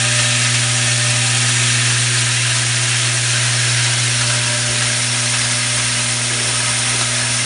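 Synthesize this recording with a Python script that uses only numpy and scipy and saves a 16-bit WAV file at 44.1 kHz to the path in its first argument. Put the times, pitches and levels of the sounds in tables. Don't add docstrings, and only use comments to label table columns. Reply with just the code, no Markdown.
import sys
import numpy as np
from scipy import signal
from scipy.fft import rfft, irfft, next_fast_len
from scipy.io import wavfile

SR = 44100
rng = np.random.default_rng(int(sys.argv[2]) if len(sys.argv) > 2 else 0)


def materialize(psi):
    bounded = np.clip(np.atleast_2d(psi).T, -1, 1)
    quanta = np.round(bounded * 32767).astype(np.int16)
    wavfile.write(sys.argv[1], SR, quanta)


N = 328532
TIME = np.arange(N) / SR
MAINS_HZ = 60
MAINS_PHASE = 2 * np.pi * MAINS_HZ * TIME


def from_db(db):
    return 10 ** (np.asarray(db) / 20)


def rms_one(x):
    return x / np.sqrt(np.mean(x ** 2) + 1e-20)


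def drift(rate_hz):
    r = np.exp(-80 * np.pi * rate_hz / SR)
    slow = signal.lfilter([1], [1, -2 * r, r * r], rng.standard_normal(N // 40 + 2002))[2000:]
    return np.interp(np.arange(N) / 40, np.arange(len(slow)), rms_one(slow))


def colour(x, spectrum):
    size = next_fast_len(N)
    hz = np.maximum(np.arange(size // 2 + 1) * SR / size, 1)
    curve_hz, curve_db = np.transpose(spectrum)
    shape_db = np.interp(np.log(hz), np.log(curve_hz), curve_db, right=-60)
    return rms_one(irfft(rfft(x, size) * from_db(shape_db), size)[:N])


def resonate(x, hz, width_hz):
    r = np.exp(-np.pi * width_hz / SR)
    feedback = [1, -2 * r * np.cos(2 * np.pi * hz / SR), r * r]
    return signal.lfilter(np.array([1, 0, -1]) * (1 - r * r) / 2, feedback, x + 1e-18)


# (multiple of the mains, level/dB, share of the distance effect it follows)
HUM_TONES = [(1, -50.5, -.4), (2, -20, .99), (3, -58, .0), (4, -34.5, 0.13), (5, -58, 0.25),
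             (6, -41.5, 0.9), (9, -67, .0), (10, -40, -0.037), (11, -48.5, 0.26), (13, -50.5, -0.23),
             (16, -48, -0.19), (17, -52, .0)]
# (multiple of the mains, place/m, width/m, change/dB)
HUM_SPOTS = [(4, 0.65, 0.19, -7.5), (4, 0.98, .04, 1), (6, .0, .03, 6), (6, 0.11, .07, -3),
             (6, 1.03, 0.058, 2.5), (10, .1, 0.077, 9), (10, .36, 0.16, -19), (10, 0.73, .15, -3),
             (10, 0.92, 0.16, 5.5), (10, 1.43, 0.055, 1.5), (11, 0.57, 0.13, 5.5), (11, 1.52, 0.025, 13),
             (13, 0.17, 0.12, 8.5), (13, 1.46, .02, 9.5), (16, .15, 0.15, 1.5), (16, .9, 0.11, 7.5),
             (16, 1.5, .07, 1), (17, .55, .12, 4.5), (17, 1.1, .1, 2)]

def magnet_hum(place_m, nearness_db):
    out = 0
    for multiple, db, share in HUM_TONES:
        spot_db = sum(change_db * np.exp(-((place_m - at_m) / width_m) ** 2)
                      for tone, at_m, width_m, change_db in HUM_SPOTS if tone == multiple)
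        level_db = db + share * nearness_db + spot_db + 0.26 * multiple * drift(13)
        phase = multiple * MAINS_PHASE + 0.031 * multiple * drift(6.5) + rng.uniform(0, 2 * np.pi)
        out = out + np.sqrt(2) * from_db(level_db) * np.sin(phase)
    return out


def washer_hops(per_s, spread_db, clump_db, echo_db):
    bunching = 1 + .25 * np.cos(2 * MAINS_PHASE) + .2 * np.cos(MAINS_PHASE)
    landed = rng.random(N) < per_s * bunching / SR
    sizes = from_db(spread_db * np.minimum(rng.exponential(1, N), 4)) * rng.choice([-1, 1], N)
    clicks = rms_one(landed * sizes * from_db(clump_db * drift(3.8)))
    echoes = rng.standard_normal(N)
    return rms_one(clicks + from_db(echo_db) * echoes)


def washer_chinks(per_s, ring_s, top_hz):
    knocks = (rng.random(N) < per_s / SR) * from_db(7.0 * np.minimum(rng.exponential(1, N), 3))
    pitches = np.exp(rng.uniform(np.log(1500), np.log(top_hz), 40))
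    washer = rng.integers(0, 40, N)
    width_hz = np.log(1000) / (np.pi * ring_s)
    return rms_one(sum(resonate(knocks * (washer == k), hz, width_hz) for k, hz in enumerate(pitches)))


# (f/Hz, relative level/dB)
CLATTER_CURVE = [(500, -31), (900, -25), (1300, -4), (1600, 1), (3000, 2), (4400, -1), (4950, -16),
                 (6000, -9), (10500, -30.5)]

def washer_clatter(nearness_db, surge_db):
    rattle = colour(washer_hops(4000, spread_db=4.5, clump_db=2.2, echo_db=2.5), CLATTER_CURVE)
    chinks = from_db(-5) * washer_chinks(700, ring_s=0.073, top_hz=9060)
    return from_db(-21 + 0.19 * nearness_db + surge_db) * rms_one(rattle + chinks)


# (loudest place/m, reach to a 6.9 dB drop/m, level/dB)
STEEL_PARTS = [(.2, 0.45, -21), (.95, 0.5, -25.5), (1.5, 0.47, -20.5)]
# (f/Hz, width/Hz, relative level/dB)
RIM_TONES = [(1258, 26, -1), (1620, 42, -3), (1811, 24, 3.5), (2284, 64, -3.5), (2530, 64, -1.5),
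             (2756, 80, -2.5), (3210, 57, -2.5), (3470, 41, -2.5), (3795, 72, -4), (4470, 160, -7.5),
             (5840, 140, -5.5), (6890, 75, -3.5), (7550, 83, -3.5), (8720, 510, -7)]
WALL_TONES = [(963, 29, -2.5), (1335, 39, 3.5), (1590, 65, 7), (2064, 50, 0), (2470, 80, -10),
              (2740, 110, -4.5), (3180, 75, -12), (4380, 230, -3.5), (5480, 260, -1), (6700, 130, -13),
              (8700, 880, -6.5)]
CHUTE_TONES = [(957, 28, -4.5), (1267, 34, 1.5), (1620, 56, -3), (2090, 65, 0.5), (2580, 100, -4),
               (3410, 48, -2), (5460, 120, -1), (6100, 150, -19), (8930, 330, -0.5), (9560, 450, -6.5)]

def ringing_steel(place_m, nearness_db, surge_db):
    out = 0
    for (at_m, reach_m, db), tones in zip(STEEL_PARTS, (RIM_TONES, WALL_TONES, CHUTE_TONES)):
        strikes = washer_hops(5000, spread_db=2.5, clump_db=1.5, echo_db=-5)
        ring = sum((-1) ** k * from_db(tone_db + drift(10.5)) * resonate(strikes, hz, width_hz)
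                   for k, (hz, width_hz, tone_db) in enumerate(tones))
        away_db = 6.9 * ((place_m - at_m) / reach_m) ** 2
        out = out + from_db(db + 0.75 * nearness_db + surge_db - away_db) * rms_one(ring)
    return out


# (f/Hz, relative level/dB)
JET_CURVE = [(2000, -24), (4700, -6.5), (5400, -4), (7000, -5.5), (8000, -6.5), (8800, -4), (9500, -2.5),
             (10050, -4.5), (10400, -13.5)]

def air_jets(nearness_db):
    level_db = -20.5 + 0.064 * nearness_db + .5 * drift(17)
    return from_db(level_db) * colour(rng.standard_normal(N), JET_CURVE)


# (f/Hz, relative level/dB)
HALL_CURVE = [(20, -19), (40, -34), (60, 8), (100, -4.5), (200, 2.5), (450, -0.5), (700, 4), (880, 0),
              (1100, 2), (1600, 0.5)]

def hall_rumble():
    return from_db(-33.5 + 1.24 * drift(16)) * colour(rng.standard_normal(N), HALL_CURVE)


# (t/s, peak level/dB, ringing f/Hz)
HARD_DROPS = [(0.189, -8.5, 1820), (0.4478, -7, 1790), (0.5424, -7, 2615), (1.488, -10, 1730),
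              (1.7514, -16, 1790), (1.8985, -9, 1740), (3.3496, -12, 1560), (3.4505, -11, 1560),
              (3.8488, -10, 3140), (4.2094, -7, 1410), (4.299, -11, 1590), (4.819, -9.5, 1620),
              (5.2565, -12, 4020), (5.2764, -15, 2840), (5.3377, -9, 2650), (5.4112, -9, 2120),
              (5.4448, -15, 1800), (5.509, -8, 2080), (5.6294, -12, 2090), (5.7786, -9.5, 2100),
              (6.0076, -17, 2100), (6.086, -12, 2090), (7.0108, -6, 1280), (7.3936, -19, 2070)]

def washer_drops():
    out, t = np.zeros(N), np.arange(int(.08 * SR)) / SR
    band = signal.butter(1, [1300, 6000], "band", fs=SR, output="sos")
    for start_s, db, hz in HARD_DROPS:
        bounces = rng.standard_normal(len(t)) * from_db(-60 * t / 0.17)
        burst = signal.sosfilt(band, bounces) + from_db(9) * resonate(bounces, hz, width_hz=150)
        start = round(start_s * SR)
        out[start:start + len(t)] += from_db(db) * (burst / np.abs(burst).max())[:N - start]
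    return out


def dull_bump(start_s, db, hz, fade_s):
    t = np.maximum(TIME - start_s, 0)
    rise = np.minimum(t / 0.013, 1)
    return rise * from_db(db - 60 * t / fade_s) * np.sin(2 * np.pi * hz * t)


# (t/s, length/s, level/dB)
RUSTLE_TIMES = [(4.69, .15, -34), (6.298, 0.35, -31.5), (6.923, 0.15, -33)]
# (f/Hz, relative level/dB)
RUSTLE_CURVE = [(200, -31), (350, 8), (450, 3), (900, -4), (1300, -10)]

def low_rustles():
    gain = 0
    for start_s, length_s, db in RUSTLE_TIMES:
        rise = np.clip((TIME - start_s) / 0.018, 0, 1)
        fade = np.clip(1 - (TIME - start_s) / length_s, 0, 1) ** .5
        gain = gain + from_db(db) * rise * fade
    return gain * colour(rng.standard_normal(N), RUSTLE_CURVE)


# (t/s, place along the path/m, distance from the bowl/m)
MIC_WALK = [(0, 0.13, 0.54), (.5, 0.14, 0.53), (1.2, 0.14, 0.5), (1.9, 0.41, 0.46), (2.5, 0.53, 0.59),
            (3.25, 0.56, .59), (3.7, 0.68, 0.47), (4.3, 0.88, 0.59), (4.75, 1.1, 0.81), (5.8, 1.3, 0.9),
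            (6.4, 1.4, 1.02), (7.45, 1.55, 0.94)]
# (peak t/s, half length/s, rise/dB)
WASHER_SURGES = [(.2, 0.084, 2), (1.548, 0.15, 0.5), (2.148, 0.13, 1.5), (3.4, 0.17, 0.5), (3.795, 0.25, 1),
                 (7.0, 0.15, 0.5)]

def scene():
    walk_s, places, distances = np.transpose(MIC_WALK)
    place_m = np.interp(TIME, walk_s, places)
    distance_m = np.interp(TIME, walk_s, distances)
    nearness_db = -20 * np.log10(distance_m / .5)
    surge_db = sum(db * np.exp(-((TIME - peak_s) / half_s) ** 2) for peak_s, half_s, db in WASHER_SURGES)
    metal = washer_clatter(nearness_db, surge_db) + ringing_steel(place_m, nearness_db, surge_db)
    background = air_jets(nearness_db) + hall_rumble()
    mono = magnet_hum(place_m, nearness_db) + metal + background + washer_drops()
    mono += dull_bump(start_s=4.685, db=-25, hz=62, fade_s=.22) + low_rustles()
    return np.stack([mono, mono])


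def record(dry):
    rounded = 1.272 * np.tanh(dry / 1.33)
    cutoff_hz = 10350
    return signal.sosfilt(signal.ellip(12, .5, 80, cutoff_hz, fs=SR, output="sos"), rounded)


dry = scene()
out = record(dry)
materialize(out)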